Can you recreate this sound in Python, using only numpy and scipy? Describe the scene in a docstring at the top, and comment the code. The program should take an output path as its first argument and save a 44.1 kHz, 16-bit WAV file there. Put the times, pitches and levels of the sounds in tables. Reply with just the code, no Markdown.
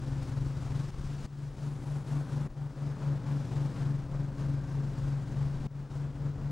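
"""A fishing boat rides a heavy sea, heard on a tape camcorder. From the start two six-cylinder diesels
beat three or four times a second over a near hull's hum, wind rumble, wave wash and spray; the tape's
noise reduction makes wash and hiss flutter with the drone. Just before 0.9 s the wind moans, the first of
six times. At 0.9 and 1.3 s the level dips with a thump. A soft, very high hiss swells and fades around
2 s, a third dip follows at 2.5 s, the wind picks up near 4 s, and the last dip comes at 5.7 s."""
import sys
import numpy as np
from scipy import signal
from scipy.fft import rfft, irfft, next_fast_len
from scipy.io import wavfile
from scipy.ndimage import uniform_filter1d, map_coordinates

SR = 44100
rng = np.random.default_rng(int(sys.argv[2]) if len(sys.argv) > 2 else 0)


def bounce(signal):
    """Save signal as a 16-bit WAV file at the path given by the first command-line argument."""
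    frames = np.transpose(np.atleast_2d(signal))
    limited = np.clip(frames, -1, 1)
    pcm = np.round(limited * 32767).astype(np.int16)
    wavfile.write(sys.argv[1], SR, pcm)


N = 287091
CYLINDERS = 6

# Engine speed. Each row: time in seconds, firing rate of engine one in Hz, of engine two in Hz.
FIRING_RATES = [(0.0, 135.4, 138.65), (0.35, 137.57, 140.23), (0.7, 139.09, 142.09), (1.1, 140.52, 143.75),
                (1.5, 142.06, 145.57), (2.1, 142.04, 146.46), (2.9, 141.14, 145.37), (3.6, 139.86, 143.59),
                (3.9, 139.84, 142.96), (4.2, 139.36, 142.64), (4.5, 139.08, 142.56), (4.8, 138.9, 142.21),
                (5.3, 139.35, 142.23), (5.7, 140.12, 143.71), (6.1, 141.04, 144.91), (6.5, 141.54, 146.19)]
# Exhaust levels as the boat turns. Each row: time in seconds, firing line of engine one in dB,
# of engine two in dB, base of the lower side lines in dB, of the upper side lines in dB.
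EXHAUST_LEVELS = [(0.0, -39.9, -44.6, -39.6, -47.7), (0.2, -33.6, -46.5, -37.7, -46.3),
                  (0.4, -39.1, -42.9, -37.8, -44.5), (0.5, -36.3, -46.9, -39.4, -42.4),
                  (0.8, -37.3, -45.0, -37.1, -39.1), (1.1, -36.9, -46.6, -45.9, -45.7),
                  (1.5, -37.9, -43.3, -42.4, -46.2), (1.8, -39.0, -39.8, -40.2, -45.6),
                  (2.3, -38.1, -38.1, -38.5, -42.8), (2.8, -36.8, -40.5, -43.6, -48.4),
                  (3.1, -36.3, -36.9, -38.2, -40.9), (3.6, -37.3, -36.9, -36.7, -36.6),
                  (3.9, -34.4, -41.6, -37.9, -36.8), (4.2, -37.1, -42.7, -41.4, -38.7),
                  (4.5, -33.7, -42.9, -40.3, -39.2), (4.9, -35.1, -43.4, -41.5, -38.1),
                  (5.4, -34.6, -41.9, -37.6, -37.9), (5.8, -33.8, -43.9, -42.7, -42.1),
                  (6.5, -38.3, -42.1, -46.9, -48.1)]
# Exhaust brightness. Each row: time in seconds, base level of overtones and rasp in dB.
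BARK_LEVELS = [(0, -35.5), (.5, -38), (.9, -43), (1.5, -40.5), (2.3, -38.5), (3, -35), (3.8, -37),
               (4.5, -37), (5.4, -37.5), (6.5, -39.5)]
# Side lines and overtones. Each row: multiple of shaft speed, dB over base for engine one, for engine two.
SHAFT_ORDERS = [(3, -27, -21), (5, -15, -5), (7, -18, -12), (8, -22, -20), (9, -30, -24), (10, -34, -21),
                (11, -25, -37), (12, -17.3, -21.5), (14, -28.5, -35), (15, -34, -29), (18, -31, -30),
                (23, -28.5, -32)]
# Near hull's hum. Each row: time in seconds, level in dB.
HULL_LEVELS = [(0, -73), (1.6, -56), (3, -72), (4.1, -52), (6.5, -54)]
# Its tones. Each row: frequency in Hz, relative level in dB.
HULL_TONES = [(37.2, 0), (72.5, -9)]
# Wind on the microphone. Each row: time in seconds, rumble level in dB.
WIND_LEVELS = [(0, -43.5), (.5, -43.5), (.85, -43), (1.1, -39.5), (1.45, -47.5), (2.1, -50), (2.9, -49),
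               (3.6, -49.5), (3.9, -45), (5.4, -44.5), (6.5, -41.5)]
# Breaking waves. Each row: peak time in seconds, length in seconds, wash in dB, spray in dB.
WAVES = [(0.097, 0.21, -58, -68), (0.235, 0.024, -49, -58), (0.282, 0.069, -50.5, -58.5),
         (0.97, 0.68, -50, -58.5), (1.24, 0.05, -54, -60), (2.275, 0.56, -50, -66.5),
         (2.308, 0.037, -51, -62), (2.41, 0.036, -57, -80), (2.87, 0.18, -60, -66.5),
         (3.02, 0.062, -54.5, -79), (3.148, 0.43, -51, -70), (3.573, 0.46, -50, -61.5),
         (3.775, 0.098, -46.5, -61), (4.428, 0.074, -49, -63), (5.014, 0.8, -54, -64.5),
         (5.78, 0.41, -50.5, -63.5)]
# Wind buffets. Each row: peak time in seconds, length in seconds, level in dB.
WIND_BUFFETS = [(0.092, 0.035, -48), (0.446, 0.033, -35.5), (0.973, 0.033, -32.5), (1.03, 0.091, -34),
                (1.25, 0.026, -34), (1.792, 0.027, -38), (2.5, 0.059, -38.5), (4.044, 0.021, -42),
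                (5.06, 0.042, -41), (5.585, 0.041, -37)]
# Wind moans. Each row: peak time in seconds, length in seconds, pitch in Hz, level in dB.
WIND_MOANS = [(0.863, 0.27, 1094, -64), (2.2, .7, 790, -61.5), (3.05, 0.17, 934, -66),
              (3.6, 0.42, 880, -65.5), (4.8, 0.99, 1566, -67.5), (6.3, 0.35, 456, -57.5)]
# Sudden level dips. Each row: start in seconds, depth in dB, level of the leading thump in dB.
LEVEL_DIPS = [(0.905, 10, -43), (1.263, 15, -41), (2.473, 14, -37.5), (5.668, 19.5, -38.5)]
# Noise spectra. Each row: frequency in Hz, relative density in dB.
RASP_SPECTRUM = [(30, -100), (150, -26), (300, -1), (430, -3), (540, 5), (720, -3), (820, -0.5), (920, -3),
                 (1500, -11), (2500, -19), (9000, -100)]
RUMBLE_SPECTRUM = [(8, -30), (18, -1), (45, 0), (75, -2), (100, -4), (150, -9), (220, -16), (400, -40),
                   (2000, -120)]
WASH_SPECTRUM = [(20, -89), (80, -38), (150, 5), (280, 2), (400, -1.5), (550, -5), (700, -7), (950, -7),
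                 (1500, -11.5), (2200, -21.5), (4000, -27.5), (12000, -100)]
SPRAY_SPECTRUM = [(200, -57), (600, -26), (1500, 3), (2500, 0), (3500, -0.5), (5000, 0.5), (7500, -4),
                  (10000, -11), (11500, -15.5), (13000, -23.5), (15500, -24)]
BUFFET_SPECTRUM = [(8, -26), (20, 2), (45, -5), (70, -7.5), (110, -13.5), (300, -32), (2000, -120)]
THUMP_SPECTRUM = [(20, -27), (60, -8), (250, -3.5), (450, -21.5), (1500, -40), (5000, -73)]
HIGH_HISS_SPECTRUM = [(3000, -35), (7000, -0.5), (10000, -2.5), (11500, -8), (13000, -17), (15500, -30)]

TIME_S = np.arange(N) / SR


def amp(db):
    """Decibels to gain."""
    return 10 ** (np.asarray(db) / 20)


def unit(x):
    """x at rms 1."""
    return x / np.sqrt(np.mean(x ** 2) + 1e-20)


def curves(rows):
    """One value per sample for each column after the time."""
    times_s, *columns = np.transpose(rows)
    return [np.interp(TIME_S, times_s, column) for column in columns]


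def wobble(rate_hz):
    """Smooth random curve, rate_hz knots a second."""
    knots = rng.standard_normal(int(N * rate_hz / SR) + 4)
    coarse_s = TIME_S[::64]
    return np.interp(TIME_S, coarse_s, map_coordinates(knots, [coarse_s * rate_hz]))


def filtered(x, response):
    """x through a gain given as a function of Hz."""
    size = next_fast_len(N + SR // 2)
    return irfft(rfft(x, size) * response(np.fft.rfftfreq(size, 1 / SR)), size)[..., :N]


def coloured(x, spectrum):
    """x shaped by (Hz, dB) points on a log axis, at rms 1."""
    points_hz, db = np.transpose(spectrum)
    return unit(filtered(x, lambda hz: amp(np.interp(np.log(hz + 1), np.log(points_hz + 1), db))))


def rush(spectrum, patchy_db):
    """Coloured noise at rms 1, with random gain patches in time and frequency."""
    bins = signal.stft(rng.standard_normal(N), nperseg=512)[2]
    patches = uniform_filter1d(rng.standard_normal(bins.shape), size=6, axis=0)
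    patches = unit(uniform_filter1d(patches, size=14, axis=1))
    noise = signal.istft(bins * amp(patchy_db * patches), nperseg=512)[1][:N]
    return coloured(noise, spectrum)


def hump(peak_s, length_s):
    """Bell curve of power, length_s wide at half height."""
    return np.exp2(-np.minimum((2 * (TIME_S - peak_s) / length_s) ** 2, 100))


def surges(events, bed_db=-np.inf):
    """Gain of (peak s, length s, dB) humps, added in power to an optional bed."""
    power = sum(amp(db) ** 2 * hump(peak_s, length_s) for peak_s, length_s, db in events)
    return np.sqrt(amp(bed_db) ** 2 + power)


def exhaust(turns, firing_db, lower_db, upper_db, bark_db, orders, orders_db):
    """Firing line and overtones, flanked by lines from cylinders that fire unequally."""
    def line(order, db):
        lag = rng.random() if order > CYLINDERS + 2 else 0  # the pipe scatters overtone phases
        return amp(db) * np.sqrt(2) * np.cos(2 * np.pi * (order * turns - lag))

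    sides = np.zeros(N)
    for order, db in zip(orders, orders_db):
        base_db = lower_db if order < CYLINDERS else upper_db if order <= CYLINDERS + 2 else bark_db
        waver_db = 3.0 * min(abs(order / CYLINDERS - 1), 1) * wobble(7)
        sides += line(order, base_db + db + waver_db)
    return line(CYLINDERS, firing_db + 1.03 * wobble(18)) + sides  # combustion varies turn to turn


def rasp(turns, jitter_s, gas_ratio):
    """One puff per firing, each cylinder with its own size and timing; hot gas hisses after it."""
    fired = np.flatnonzero(np.diff(np.floor(turns * CYLINDERS)))
    cylinder = np.arange(len(fired)) % CYLINDERS
    size, lateness = rng.standard_normal((2, CYLINDERS))
    onsets = np.clip(fired + (jitter_s * SR * lateness[cylinder]).astype(int), 0, N - 1)
    puff_db = 6.0 * size[cylinder] + 3.0 * rng.standard_normal(len(onsets))
    puffs = np.bincount(onsets, amp(puff_db), N)
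    gas = rng.standard_normal(N) * np.exp(-3 * (turns * CYLINDERS % 1))
    return coloured(unit(puffs) + gas_ratio * unit(gas), RASP_SPECTRUM)


def diesels():
    """Two engines speed up and sag as the swell loads the propellers, drifting in and out of step."""
    one_hz, two_hz = curves(FIRING_RATES)
    one_db, two_db, lower_db, upper_db = curves(EXHAUST_LEVELS)
    bark_db, = curves(BARK_LEVELS)
    orders, one_orders_db, two_orders_db = np.transpose(SHAFT_ORDERS)
    one_turns = np.cumsum(one_hz) / SR / CYLINDERS + 0.655
    two_turns = np.cumsum(two_hz) / SR / CYLINDERS + 0.107
    drone = exhaust(one_turns, one_db, lower_db, upper_db, bark_db, orders, one_orders_db)
    drone += exhaust(two_turns, two_db, lower_db, upper_db, bark_db, orders, two_orders_db)
    puffs = rasp(one_turns, jitter_s=0.000561, gas_ratio=1.7)
    puffs += rasp(two_turns, jitter_s=0.000474, gas_ratio=0.97)
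    return drone + amp(bark_db - 23.5) * puffs


def hull_hum():
    """The near hull hums at its own rate, wavering a little."""
    hum_db, = curves(HULL_LEVELS)
    wavering_s = TIME_S + 0.002 * wobble(3.4)
    return sum(amp(hum_db + db + 1.5 * wobble(5.5)) * np.sqrt(2) * np.sin(2 * np.pi * hz * wavering_s)
               for hz, db in HULL_TONES)


def wind_rumble():
    """Gusty wind on the microphone."""
    rumble_db, = curves(WIND_LEVELS)
    return amp(rumble_db + 0.91 * wobble(14)) * rush(RUMBLE_SPECTRUM, patchy_db=-0.3)


def waves(wash_bed_db, spray_bed_db, fade_db_per_s):
    """Crests break and throw flickering spray over an open sea whose hiss slowly thins."""
    peak_s, length_s, wash_db, spray_db = np.transpose(WAVES)
    wash_gain = surges(zip(peak_s, length_s, wash_db), wash_bed_db)
    spray_gain = surges(zip(peak_s, length_s, spray_db), spray_bed_db - fade_db_per_s * TIME_S)
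    wash = wash_gain * rush(WASH_SPECTRUM, patchy_db=0.6)
    spray = spray_gain * rush(SPRAY_SPECTRUM, patchy_db=0.5)
    return wash + spray * amp(0.68 * wobble(19))


def noise_reduction(x, depth, follow_s, settle_s, bass_share):
    """The tape's compander mistracks: gain follows the fast envelope over the slow, deepening throbs."""
    fast = uniform_filter1d(abs(signal.hilbert(x[0])), size=int(follow_s * SR)) + 1e-6
    pole = np.exp(-1 / (settle_s * SR))
    slow = signal.lfilter([1 - pole], [1, -pole], fast, zi=[pole * fast.mean()])[0]
    gain = (fast / slow) ** depth
    treble = filtered(x, lambda hz: hz ** 2 / (hz ** 2 + 400 ** 2))
    return x + (treble + bass_share * (x - treble)) * (gain - 1)


def line_whistle(line_hz, field_hz):
    """A faint high whistle, pulsing at field rate with a slight random flutter, louder on the left."""
    flutter = 1 + 0.4 * np.cos(2 * np.pi * field_hz * TIME_S) + 0.25 * wobble(24)
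    return amp([[-82.5], [-89.5]]) * flutter * np.sin(2 * np.pi * line_hz * TIME_S)


def buffets():
    """Single gusts hit the microphone."""
    return surges(WIND_BUFFETS) * coloured(rng.standard_normal(N), BUFFET_SPECTRUM)


def moans(width_hz):
    """Wind moans: narrow noise bands swell and fade with the gusts."""
    sound = np.zeros(N)
    for peak_s, length_s, pitch_hz, db in WIND_MOANS:
        band = filtered(rng.standard_normal(N), lambda hz: 1 / (1 + (2 * (hz - pitch_hz) / width_hz) ** 2))
        sound += amp(db) * np.sqrt(hump(peak_s, length_s)) * unit(band)
    return sound


def thumps(lead_s, length_s):
    """A low thump leads each dip."""
    gain = surges((start_s - lead_s, length_s, db) for start_s, _, db in LEVEL_DIPS)
    return gain * coloured(rng.standard_normal(N), THUMP_SPECTRUM)


def dips(x, fall_s, quick_s, slow_s, quick_share, treble_depth_ratio):
    """The level drops, the treble slightly further; part returns quickly, the rest slowly."""
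    gain_db = np.zeros(N)
    for start_s, depth_db, _ in LEVEL_DIPS:
        fall = np.clip((TIME_S - start_s) / fall_s, 0, 1)
        after_s = np.maximum(TIME_S - start_s - fall_s, 0)
        left = quick_share * np.exp(-after_s / quick_s) + (1 - quick_share) * np.exp(-after_s / slow_s)
        gain_db -= depth_db * fall * left
    treble = filtered(x, lambda hz: hz ** 2 / (hz ** 2 + 2500 ** 2))
    return (x - treble) * amp(gain_db) + treble * amp(gain_db * treble_depth_ratio)


def high_hiss(peak_s, length_s, db):
    """A soft, very high hiss swells and fades."""
    hiss = coloured(rng.standard_normal(N), HIGH_HISS_SPECTRUM)
    return amp(db) * np.sqrt(hump(peak_s, length_s)) * hiss


def scene():
    """All sources at one microphone, copied to two channels."""
    sound = diesels() + hull_hum() + wind_rumble() + buffets()
    sound += thumps(lead_s=0.0013, length_s=0.03) + moans(width_hz=82)
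    sea = waves(wash_bed_db=-51, spray_bed_db=-62, fade_db_per_s=0.62)
    hiss = high_hiss(peak_s=2, length_s=0.98, db=-71.5)
    gust_db = 0.5 * wobble(21.11)
    return np.tile(sound + amp(gust_db) * (sea + hiss), (2, 1))


def record(dry):
    """Noise reduction, dips, a louder and brighter left side, tape hiss, whistle, band limit."""
    sound = noise_reduction(dry, depth=0.5, follow_s=0.009, settle_s=0.05, bass_share=0.58)
    sound = dips(sound, fall_s=0.0048, quick_s=0.017, slow_s=0.18, quick_share=0.31,
                 treble_depth_ratio=1.02)
    lean_db = lambda hz: np.interp(hz, [2000, 12000], [1.5, 2.6])
    sound = filtered(sound, lambda hz: amp([lean_db(hz), -lean_db(hz)]))
    hiss = amp(-93) * rng.standard_normal((2, N))
    whistle = line_whistle(line_hz=15734, field_hz=59.94)
    return filtered(sound + hiss + whistle, lambda hz: hz < 15800)


dry = scene()
out = record(dry)
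bounce(out)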